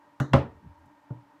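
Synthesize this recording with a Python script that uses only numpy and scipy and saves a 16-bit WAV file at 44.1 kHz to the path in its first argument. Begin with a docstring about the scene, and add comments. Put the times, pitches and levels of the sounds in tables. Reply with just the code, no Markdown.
"""Cupboard door shut in a small cabin

A pushed wooden door knocks on the sprung ball of its catch, which buzzes. It rides over the ball and
slams on the frame: the panel rings under a bright crack and a wood clatter, then shudders and creaks.
Later comes a soft thud on the woodwork. A small fan hums; the microphone softly saturates on the slam."""
import sys
import numpy as np
from scipy import signal
from scipy.fft import rfft, irfft, next_fast_len
from scipy.io import wavfile
from scipy.ndimage import map_coordinates

SR = 44100
rng = np.random.default_rng(int(sys.argv[2]) if len(sys.argv) > 2 else 0)


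def wav_out(sig):
    """Save sig, one row per channel (or a flat mono array), as 16-bit PCM at SR to the path in sys.argv[1]."""
    wavfile.write(sys.argv[1], SR, np.round(np.clip(np.atleast_2d(sig).T, -1, 1) * 32767).astype(np.int16))


N = 61739
TIME_S = np.arange(N) / SR
BALL_S, SLAM_S, THUD_S = 0.2003, 0.3337, 1.104

# Modes of the door panel: pitch_hz, ball_level_db, slam_level_db, t60_s
DOOR_MODES = [(86.1, -27.5, -11, .17), (98, -33, -7, 0.037), (135.1, -10, -3.5, 0.15),
              (247, -19.5, -8.5, 0.11), (294.2, -26.5, -26, 0.32), (378.7, -50.5, -30.5, 0.38),
              (445.3, -46.5, -39.5, 0.53), (490.3, -53, -21.5, .15), (551.7, -54, -14.5, 0.2),
              (595.4, -31.5, -34, 0.17), (656.3, -38, -18.5, 0.15), (815, -34.5, -17, 0.11),
              (870, -51.5, -28, 0.27), (1024, -40, -24, 0.16), (1094, -38.5, -16.5, 0.078),
              (1208, -31.5, -21, 0.11), (1322, -41, -26.5, 0.17), (1423, -25, -21.5, 0.055),
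              (2124, -63, -29.5, 0.092), (2736, -44.5, -25.5, 0.053)]


def amp(db):
    """Decibels to gain."""
    return 10 ** (np.asarray(db) / 20)


def along(points, hz):
    """A curve through (freq_hz, value) points on a log frequency axis."""
    freqs, values = np.transpose(points)
    return np.interp(np.log(hz + 1), np.log(freqs + 1), values)


def filtered(x, response):
    """A signal shaped by a frequency response."""
    size = next_fast_len(N + SR // 2)
    return irfft(rfft(x, size) * response(np.fft.rfftfreq(size, 1 / SR)), size)[:N]


def noise(response):
    """Coloured noise of rms 1."""
    x = filtered(rng.standard_normal(N), response)
    return x / np.sqrt(np.mean(x ** 2) + 1e-20)


def eq_noise(spectrum):
    """Noise of rms 1 coloured by (freq_hz, relative_db) points."""
    return noise(lambda hz: amp(along(spectrum, hz)))


def band(centre_hz, width_hz):
    """The response of one resonance, its width taken at half amplitude."""
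    return lambda hz: 1 / (1 + (2 * (hz - centre_hz) / width_hz) ** 2)


def since(start_s):
    """Seconds after an event, zero before it."""
    return np.maximum(TIME_S - start_s, 0)


def attack(start_s, rise_s):
    """An envelope that eases up from 0 to 1."""
    return 1 - np.exp(-since(start_s) / rise_s)


def fade(start_s, t60_s):
    """A sudden start and an exponential decay."""
    age = since(start_s)
    return (age > 0) * amp(-60 * age / t60_s)


def ring(start_s, modes, rise_cycles=0.66):
    """Struck wood: damped modes, each building up over a fraction of its cycle."""
    return sum(amp(db) * fade(start_s, t60_s) * attack(start_s, rise_cycles / hz) ** 2
               * np.cos(2 * np.pi * hz * since(start_s)) for hz, db, t60_s in modes)


def clatter(start_s, spectrum, level_db):
    """Dense wood clatter spreading through the cabin: noise whose treble dies first."""
    # Decay across the spectrum: freq_hz, t60_s
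    decay_times = [(60, 0.32), (250, 0.32), (1000, 0.29), (4000, .24), (9000, 0.2), (16000, .13)]
    hz, frame_s, bands = signal.stft(eq_noise(spectrum), SR, nperseg=256)
    decay = amp(-60 * np.maximum(frame_s - start_s, 0) / along(decay_times, hz)[:, None])
    tail = signal.istft(bands * decay, SR, nperseg=256)[1][:N]
    return amp(level_db) * attack(start_s, rise_s=0.001) * tail


def crack(start_s, spectrum, level_db):
    """The first contact: a short, bright burst of noise."""
    envelope = attack(start_s, rise_s=0.00074) * fade(start_s, t60_s=0.029)
    return amp(level_db) * envelope * eq_noise(spectrum)


def slam():
    """The panel swells as the ball is squeezed, then strikes the frame and rings."""
    # Colour of the heavy wood clatter: freq_hz, relative_db
    clatter_eq = [(40, -17.5), (90, -1), (300, -13.5), (600, -11), (1100, -16), (1700, -23.5), (2700, -28),
                  (4000, -35.5), (7000, -48), (12000, -59.5), (16000, -48)]
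    # Colour of the contact with the frame: freq_hz, relative_db
    crack_eq = [(300, -26), (1500, 1), (2800, -0.5), (4000, -10), (6500, -20), (12000, -35.5), (16000, -33)]
    swell_hz, peak_db, swell_db_per_s, release_t60_s = 133, -22.5, 712, 0.021
    to_slam_s = np.maximum(SLAM_S - TIME_S, 0)
    swell_db = peak_db - swell_db_per_s * to_slam_s - 60 * since(SLAM_S) / release_t60_s
    swell = amp(swell_db) * np.cos(2 * np.pi * swell_hz * to_slam_s)
    panel = ring(SLAM_S, [(hz, db, t60_s) for hz, _, db, t60_s in DOOR_MODES])
    return (swell + panel + clatter(SLAM_S, clatter_eq, level_db=-18)
            + crack(SLAM_S, crack_eq, level_db=-19.5))


def ball_catch():
    """The door meets the ball: a damped knock of the panel and a buzz of the spring."""
    # Noise bands of the spring: centre_hz, width_hz, level_db, t60_s
    spring_bands = [(2930, 100, -49, .12), (3880, 640, -55, 0.34), (6270, 1500, -53, 0.24)]
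    # Colour of the light wood clatter: freq_hz, relative_db
    clatter_eq = [(60, -44), (140, -14), (300, -11), (700, -22), (1400, -20.5), (1900, -22), (2300, -47),
                  (4000, -57), (7000, -53), (12000, -53), (16000, -74)]
    # Colour of the contact with the ball: freq_hz, relative_db
    crack_eq = [(300, -13), (1400, 4), (2200, -7), (2900, -8), (4500, -15.5), (6500, -16), (12000, -22),
                (16000, -27.5)]
    buzz = sum(amp(db) * fade(BALL_S, t60_s) * noise(band(hz, width_hz))
               for hz, width_hz, db, t60_s in spring_bands)
    panel = ring(BALL_S, [(hz, db, t60_s) for hz, db, _, t60_s in DOOR_MODES])
    damping = fade(BALL_S, t60_s=0.69)
    return (panel * damping + buzz + clatter(BALL_S, clatter_eq, level_db=-32.5)
            + crack(BALL_S, crack_eq, level_db=-31))


def shudder():
    """Cupboard and door settle after the slam with an uneven low rumble."""
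    # Envelopes of the cupboard's boom and the door's rumble: time_s, boom_db, panel_db
    envelopes = [(0.48, -61, -45), (0.512, -66, -71), (0.554, -53, -59), (0.59, -52, -71),
                 (0.628, -76, -54.5), (0.672, -48.5, -49), (0.74, -58, -76), (0.802, -63, -84),
                 (0.868, -62.5, -55.5), (0.932, -83, -85), (0.956, -73, -83), (1.0, -93, -93)]
    # Colour of the shuddering panel: freq_hz, relative_db
    panel_eq = [(90, -24), (140, -1.5), (260, -12.5), (500, -36.5), (1500, -85), (16000, -120)]
    times_s, boom_db, panel_db = np.transpose(envelopes)
    boom = amp(np.interp(TIME_S, times_s, boom_db)) * noise(band(centre_hz=81.5, width_hz=26))
    panel = amp(np.interp(TIME_S, times_s, panel_db)) * eq_noise(panel_eq)
    return attack(SLAM_S, rise_s=0.039) * (boom + panel)


def creaks():
    """The settling wood creaks faintly: two ticks of high noise."""
    # Creaks: start_s, level_db
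    ticks = [(0.787, -75), (.856, -69.5)]
    envelope = sum(amp(db) * attack(start_s, rise_s=0.0015) * fade(start_s, t60_s=0.055)
                   for start_s, db in ticks)
    return envelope * noise(lambda hz: hz > 4500)


def thud():
    """A soft blow sets the woodwork ringing, low and dull."""
    # Modes of the woodwork: pitch_hz, level_db, t60_s
    wood_modes = [(81, -47, 0.27), (121, -29.5, 0.25), (130.8, -23.5, 0.084), (175, -61, 0.18),
                  (259.4, -35, 0.097), (301.2, -39.5, 0.2), (470, -42, 0.086), (584, -46.5, 0.077),
                  (667, -45.5, 0.055), (884, -50, 0.21), (1140, -53, 0.035), (1420, -53.5, 0.058)]
    # Colour of the muffled clatter: freq_hz, relative_db
    clatter_eq = [(60, -6), (130, 10), (330, -7), (700, -11), (1500, -32), (3000, -63), (16000, -120)]
    return ring(THUD_S, wood_modes) + clatter(THUD_S, clatter_eq, level_db=-42.5)


def fan():
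    """A small fan: a steady blade tone and a wavering hum over soft air noise."""
    # Narrow bands of the hum: centre_hz, width_hz, relative_db
    hum_bands = [(295, 46, -4), (586, 37, -6.5), (916.3, 144, -2), (1272, 25, -25.5), (1598, 18, -11.5),
                 (1855, 58, -13.5), (2342, 21, -22), (3000, 160, -36)]
    # Colour of the air noise: freq_hz, relative_db
    air_eq = [(25, -28.5), (60, -4), (150, 0.5), (350, -4), (700, -6.5), (1200, -0.5), (2000, -8.5),
              (3500, -17), (7000, -24), (10000, -29), (14000, -28)]
    blade_hz, blade_db, air_db = 287, -64.5, -67
    hum_db, waver_db, wavers_per_s = -60.5, 1.5, 14
    hum = noise(lambda hz: sum(amp(db) * band(centre, width)(hz) for centre, width, db in hum_bands))
    waver = map_coordinates(rng.standard_normal(40), [TIME_S * wavers_per_s])  # smooth random drift
    blade_tone = amp(blade_db) * np.sin(2 * np.pi * blade_hz * TIME_S)
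    return amp(hum_db + waver_db * waver) * hum + blade_tone + amp(air_db) * eq_noise(air_eq)


def scene():
    """The closing door and the later thud over the fan, in mono."""
    return (ball_catch() + slam() + shudder() + creaks() + thud() + fan())[None]


def record(dry):
    """The microphone loses the deepest bass, saturates softly and rolls off to its band limit."""
    low_cut_hz, roll_off_hz, top_hz = 21, 14900, 15800
    ceiling, hardness = 0.5, 5
    low_cut = filtered(dry[0], lambda hz: (1j * hz / (low_cut_hz + 1j * hz)) ** 2)
    saturated = low_cut / (1 + np.abs(low_cut / ceiling) ** hardness) ** (1 / hardness)
    return filtered(saturated, lambda hz: (hz < top_hz) / (1 + (hz / roll_off_hz) ** 20))[None]


dry = scene()
out = record(dry)
wav_out(out)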